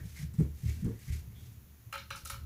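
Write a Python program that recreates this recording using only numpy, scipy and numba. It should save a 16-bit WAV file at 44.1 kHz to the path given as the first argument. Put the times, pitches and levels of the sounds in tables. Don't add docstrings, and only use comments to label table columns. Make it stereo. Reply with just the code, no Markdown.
import sys
import numpy as np
from scipy import signal
from scipy.fft import rfft, irfft
from scipy.io import wavfile
from scipy.ndimage import uniform_filter1d
from numba import njit

SR = 44100
rng = np.random.default_rng(int(sys.argv[2]) if len(sys.argv) > 2 else 0)


def how_loud(loudness_db):
    steps = np.asarray(loudness_db, float) / 20
    return 10 ** steps


def master_out(mix):
    frames = np.transpose(np.atleast_2d(mix))
    ceiling = np.clip(frames, -1, 1)
    pcm = np.round(ceiling * 32767).astype(np.int16)
    wavfile.write(sys.argv[1], SR, pcm)


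N = 108045


def level(x, db):
    return x * how_loud(db) / np.sqrt(np.mean(x ** 2) + 1e-30)


def line(table, col):
    table = np.array(table)
    return np.interp(np.arange(N) / SR, table[:, 0], table[:, col])


def colour(x, points):
    n = x.shape[-1]
    p = np.array(points)
    hz = np.arange(n // 2 + 1) * SR / n + 1
    db = np.interp(np.log(hz), np.log(p[:, 0]), p[:, 1])
    db = db - 18 * np.maximum(np.log2(p[0, 0] / hz), 0)
    return irfft(rfft(x) * how_loud(db), n)


def ring(x, hz, t60):
    p = np.exp(2j * np.pi * hz / SR - np.log(1000) / (max(t60, .01) * SR))
    return signal.lfilter([0, p.imag], [1, -2 * p.real, abs(p) ** 2], x + 1e-12)


@njit
def svf(x, hz, width):
    y, b, l = np.empty(len(x)), 0., 0.
    for i in range(len(x)):
        g, k = np.tan(np.pi * hz[i] / SR), width / hz[i]
        v = (b + g * (x[i] - l)) / (1 + g * (g + k))
        b, l, y[i] = 2 * v - b, l + 2 * g * v, k * v
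    return y


def walk(rate):
    k = int(SR / rate)
    held = np.repeat(rng.standard_normal(N // k + 1), k)[:N]
    return 1.5 * uniform_filter1d(uniform_filter1d(held, k), k)


def phone_hiss():
    # f/Hz, level/dB
    hiss_tone = [(200, 4.5), (600, -10), (1900, -10.5), (5000, -16), (6800, -11), (8300, -21), (10500, -11),
                 (15500, -8)]
    hiss = colour(rng.standard_normal((2, N)), hiss_tone)
    return level(hiss, -58.5) * how_loud(0.6 * walk(6.95))


def room(x):
    t60_s, build_up_s, top_hz = 0.26, 0.0008, 9000
    t = np.arange(SR // 2) / SR
    tail = rng.standard_normal((2, len(t))) * how_loud(-60 * t / t60_s) * (1 - np.exp(-t / build_up_s))
    tail = signal.lfilter(*signal.butter(1, top_hz, fs=SR), tail)
    tail = tail / np.sqrt(np.sum(tail ** 2) / 2)
    return signal.fftconvolve(x[None], tail, axes=1)[:, :N]


def squeak():
    middle_s, length_s, width_hz = 1.4, 0.065, 600.
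    t = np.arange(N) / SR
    pitch_hz = np.full(N, 3420.)
    tone = svf(svf(rng.standard_normal(N), pitch_hz, width_hz), pitch_hz, width_hz)
    return level(tone, -66.5) * np.exp(-np.minimum(((t - middle_s) / length_s) ** 4, 20))


def ticks():
    # t/s, level/dB
    grains = [
        (.338, -52),
        (0.388, -51),
        (0.399, -61),
        (0.845, -51),
        (0.991, -56),
    ]
    decay_s = 0.0082
    t = np.arange(N) / SR
    bursts = 0
    for s, db in grains:
        bursts = bursts + (t > s) * np.exp(-np.minimum(abs(t - s) / decay_s, 20)) * how_loud(db)
    noise = colour(rng.standard_normal(N), [(900, -8), (4000, -7.5), (8000, -5.5), (15000, -11.0)])
    return level(noise, 0) * bursts


def slide():
    # t/s, rub level/dB, singing level over the rub/dB, singing f/Hz
    strokes = [(0.0, -68, 13, 1705), (0.116, -60.5, -31, 2020), (0.168, -56.5, 4, 2184),
               (0.232, -54, -13, 1704), (0.296, -78, -9, 2010), (0.406, -62, -2, 1910),
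               (0.534, -83, -34, 2110), (0.554, -70.5, -25, 1920), (0.698, -51.5, 1.5, 2150),
               (0.746, -62, -11.5, 1760), (0.942, -70, -1, 1880), (1.01, -65, -2, 1980),
               (1.06, -59.5, -16, 2000), (1.09, -57.5, 3, 2020), (1.142, -54.5, -2.5, 2150),
               (1.2, -60.5, -29, 1980), (1.29, -98, 20.5, 2040), (1.396, -63.5, -9.5, 2060),
               (1.73, -87, -23, 1890), (1.846, -92, -4, 1645), (1.9, -91, 13, 1950)]
    # f/Hz, level/dB
    rub_tone = [(350, -88), (600, -20), (1320, -13.5), (2280, -5.5), (2640, -7.5), (6400, -5.5),
                (8630, -11), (12800, -9), (15500, -18)]
    sing_width_hz, lift_s, lift_fade_s = 580., 1.62, .05
    grit = how_loud(2 * walk(150))
    rub = level(colour(rng.standard_normal((3, N)) * grit, rub_tone), 4)
    sing_hz = np.clip(line(strokes, 3), 500, 6000)
    sing = svf(rng.standard_normal(N) * grit, sing_hz, sing_width_hz)
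    sing = level(svf(sing, sing_hz, sing_width_hz), 0)
    press = how_loud(line(strokes, 1)) * np.clip((lift_s - np.arange(N) / SR) / lift_fade_s, 0, 1)
    shared = (rub[0] * 0.49 + sing * how_loud(line(strokes, 2))) * press
    wide = rub[1:] * 0.76 * press
    return shared, wide


def bench():
    # f/Hz, level/dB, time to fall 60 dB/s
    panel = [(32, -19, .3), (74, -1, .28), (112, -3, .18), (148, -2, .07), (170, -6, .07), (205, -6, .08),
             (240, -9, .08), (288, -13, .055), (330, -12, .09), (372, -12, .12), (413, -12, .14),
             (447, -11, .16)]
    # t/s, level/dB, judder f/Hz, length/ms
    bumps = [(0.038, -40.5, 86, 22.4), (0.046, -39, 177, 28.6), (.190, -36.5, 149, 36),
             (0.225, -33.5, 155, 28), (0.34, -36.5, 181, 14), (0.384, -19.5, 157, 40.3),
             (0.393, -17, 284, 11.2), (0.414, -31, 80, 27), (0.439, -39.5, 403, 14), (.458, -32.5, 138, 18),
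             (.632, -28, 139.3, 22), (0.656, -26, 103.6, 15.7), (0.68, -30.5, 84, 22.4),
             (0.686, -37, 268, 32), (0.822, -28.5, 183, 18), (0.842, -24.5, 164, 14.5),
             (0.851, -20.5, 258, 14), (0.857, -26, 86.5, 9.8), (.866, -31.5, 174.5, 13.5),
             (0.873, -40, 429, 17.2), (0.879, -35, 217, 24.4), (0.891, -36.5, 109.4, 25.5),
             (.899, -39, 275, 13.3), (0.909, -36, 235, 15), (1.079, -34, 136, 17.8), (1.1, -24.5, 109, 8.8),
             (1.125, -37.5, 78, 22), (1.153, -41, 160, 11), (1.441, -46, 140.7, 39),
             (1.865, -44, 109, 25.6), (2.092, -51, 122, 41), (2.233, -45, 74, 12), (2.324, -47, 72, 13)]
    # t/s, level/dB
    weight = [(0.0, -33.5), (0.1, -50.5), (0.2, -45.5), (0.7, -48.5), (0.79, -38), (0.91, -49.5),
              (1.33, -44.5), (1.47, -46), (1.66, -52.5), (1.86, -58.5), (2.11, -53), (2.45, -47.5)]
    shudder_hz, shudder_rise_s, shudder_t60_s = 308, .012, 0.21
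    scatter_db, lean_tilt_db_oct = 2, -12
    t = np.arange(N) / SR
    pushes, after = [], 0
    for s, db, rate_hz, ms in bumps:
        u = np.clip((t - s) / (max(ms, 3) / 1000), 0, 1)
        swell = np.abs(np.sin(np.pi * u ** .5)) ** .3
        pushes.append(swell * np.sin(2 * np.pi * rate_hz * (t - s)) * how_loud(db) * 200 / SR)
        rise = np.clip((t - s) / shudder_rise_s, 0, 1)
        fall_db = np.maximum(-60 * (t - s) / shudder_t60_s, -200) * (t > s)
        after = after + rise * how_loud(db + fall_db) * (rate_hz / 170) ** 2
    pushes = np.array(pushes)
    chance = rng.standard_normal((len(bumps), len(panel)))
    boom, lean = 0, 0
    for m, (hz, db, t60) in enumerate(panel):
        force = how_loud(scatter_db * chance[:, m]) @ pushes
        sign = 1 if hz < 220 else (-1) ** (m + 1)
        boom = boom + sign * how_loud(db) * ring(force, hz, t60)
        unsteady = rng.standard_normal(N) * how_loud(2.75 * walk(19))
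        lean_db = db + lean_tilt_db_oct * np.log2(max(hz / 112, 1))
        lean = lean + how_loud(lean_db) * ring(unsteady, hz, t60)
    shudder = colour(rng.standard_normal(N), [(shudder_hz / 2, 0), (shudder_hz, 0), (460, -6), (600, -26),
                                              (1200, -30), (2200, -34), (3000, -45)])
    return boom + level(lean, 0) * how_loud(line(weight, 1)) + level(shudder, -23.5) * after


def tube():
    # f/Hz, level/dB, time to fall 60 dB/s
    steel_tones = [(548, -17, .12), (872, -14, .04), (1100, -10, .015), (1280, -3, .03), (1378, -4, .025),
                   (1520, -10, .03), (1620, -9, .022), (1770, -11, .022), (2240, -7, .02), (2380, -6, .02),
                   (2815, -10, .025), (3065, -12, .025), (3750, -11, .015), (4090, -8, .015),
                   (4600, -14, .015), (5140, -15, .05), (5790, -12, .04), (6300, -17, .015),
                  (6940, -16, .02), (7600, -21, .012), (8650, -21, .015), (9300, -19, .015),
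                  (10490, -15, .035), (11080, -15, .035), (11500, -17, .025), (12000, -15, .025),
                  (13300, -17, .015), (14300, -15, .025)]
    # t/s, level/dB, strongest f/Hz, rattle after it/dB, rattle decay/s
    strikes = [(1.926, -27, 2470, -22, 0.14), (1.927, -39.5, 4000, -16, .06), (1.937, -31, 1390, -30, 0.12),
               (1.944, -33.5, 2350, -28, .08), (1.953, -32.5, 1000, -33, 0.07),
               (1.955, -32.5, 1290, -25, 0.071), (1.977, -33.5, 2800, -21, 0.23),
               (1.985, -44, 1740, -35, .12), (1.995, -48, 2050, -24, 0.14), (2.016, -51, 1950, -28, 0.09),
               (2.104, -28.5, 3170, -32, 0.081), (2.106, -28.5, 1450, -51, 0.13),
               (2.113, -38.5, 1680, -35, 0.083), (2.124, -38, 3030, -17, 0.12),
               (2.147, -36.5, 1310, -23, 0.1), (2.158, -35, 6200, -18, 0.19),
               (2.166, -40.5, 1340, -31, 0.044), (2.176, -40.5, 5790, -26, .08),
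               (2.250, -36, 10500, -14, 0.05), (2.255, -30.5, 6800, -23, 0.092),
               (2.258, -39, 1290, -39, 0.033), (2.272, -39, 6600, -6, .06), (2.298, -28, 5050, -19, 0.092),
               (2.299, -30.5, 1150, -34, 0.066), (2.301, -34.5, 11600, -14, 0.17),
               (2.303, -35, 1650, -27, 0.2), (2.317, -39.5, 1450, -23, 0.074), (2.331, -45, 4570, -25, .08),
               (2.34, -39.5, 1360, -22, 0.11), (2.357, -48.5, 1530, -29, .12)]
    # f/Hz, level/dB
    crack_tone = [(900, -12), (1400, -4), (2400, 0), (4300, 0), (6000, -2), (8000, -7), (11500, 0),
                  (15500, 0)]
    crack_s, contact_s, lead_s = 0.0037, .0012, .01
    rattle_per_s, rattle_spread_db, rattle_dry_db, rattle_ring_db = 4000, 3, 19.5, -6
    focus_db_oct, crack_focus, splash_db, focus_floor_db = 7, .7, -12, -15
    scatter_db, strike_detune = 1.5, .008
    steel = steel_tones
    size = 12288
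    u = np.arange(size) / SR - lead_s
    out = np.zeros(N + size)
    for s, db, top_hz, tail_db, tail_s in strikes:
        chance = rng.standard_normal((2, len(steel)))
        noise = rng.standard_normal((4, size))

        def focus(hz):
            return -focus_db_oct * np.log2(hz / top_hz) ** 2

        hits = abs(noise[0]) < rattle_per_s / SR * np.sqrt(np.pi / 2)
        rattle = hits * noise[1] * how_loud(rattle_spread_db * noise[2])
        fall_db = np.minimum(60 * abs(u) / max(tail_s, .005), 200)
        tail = rattle * (u > 0) * how_loud(tail_db - fall_db)

        v = np.clip(u / crack_s, 0, 20)
        crack = noise[3] * np.sqrt(v) * np.exp(-2 * v) * how_loud(10) + how_loud(rattle_dry_db) * tail
        tone = [(hz, tone_db + max(crack_focus * focus(hz), splash_db)) for hz, tone_db in crack_tone]
        hit = colour(crack, tone)

        knock = np.maximum(1 - abs(u - contact_s / 2) * SR, 0)
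        scuff = noise[1] * (u > 0) * (u < contact_s) / np.sqrt(contact_s * SR)
        force = knock + 0.31 * scuff + how_loud(rattle_ring_db) * tail
        for m, (hz, mode_db, t60) in enumerate(steel):
            gain = how_loud(mode_db + max(focus(hz), focus_floor_db) + scatter_db * chance[0, m])
            hit = hit + (-1) ** m * gain * ring(force, hz * (1 + strike_detune * chance[1, m]), t60)
        i = int((s - lead_s) * SR)
        out[i:i + size] += how_loud(db + 0.6) * hit[:N + size - i]
    return out[:N]


def scene():
    left_db, left_lead_s = 2.1, 0.000115
    boom = bench()
    rub, rub_wide = slide()
    bright = tube() + ticks() + rub + squeak()
    near = boom + bright
    hz = np.arange(N // 2 + 1) * SR / N
    late = irfft(rfft(near) * np.exp(-2j * np.pi * hz * left_lead_s), N)
    echo = room(how_loud(-4) * bright + how_loud(-19.5) * boom)
    out = np.array([near, late]) + echo + rub_wide + phone_hiss()
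    return out * how_loud(np.array([[left_db], [-left_db]]) / 2)


def low_pass(x):
    return signal.sosfilt(signal.butter(12, 15670, fs=SR, output="sos"), x)


def record(dry):
    low_cut_hz, top_hz = 35, 15500
    x = signal.sosfilt(signal.butter(1, low_cut_hz, "high", fs=SR, output="sos"), dry)
    x = signal.sosfilt(signal.ellip(10, .2, 70, top_hz, fs=SR, output="sos"), x)
    return low_pass(x)


dry = scene()
out = record(dry)
master_out(out)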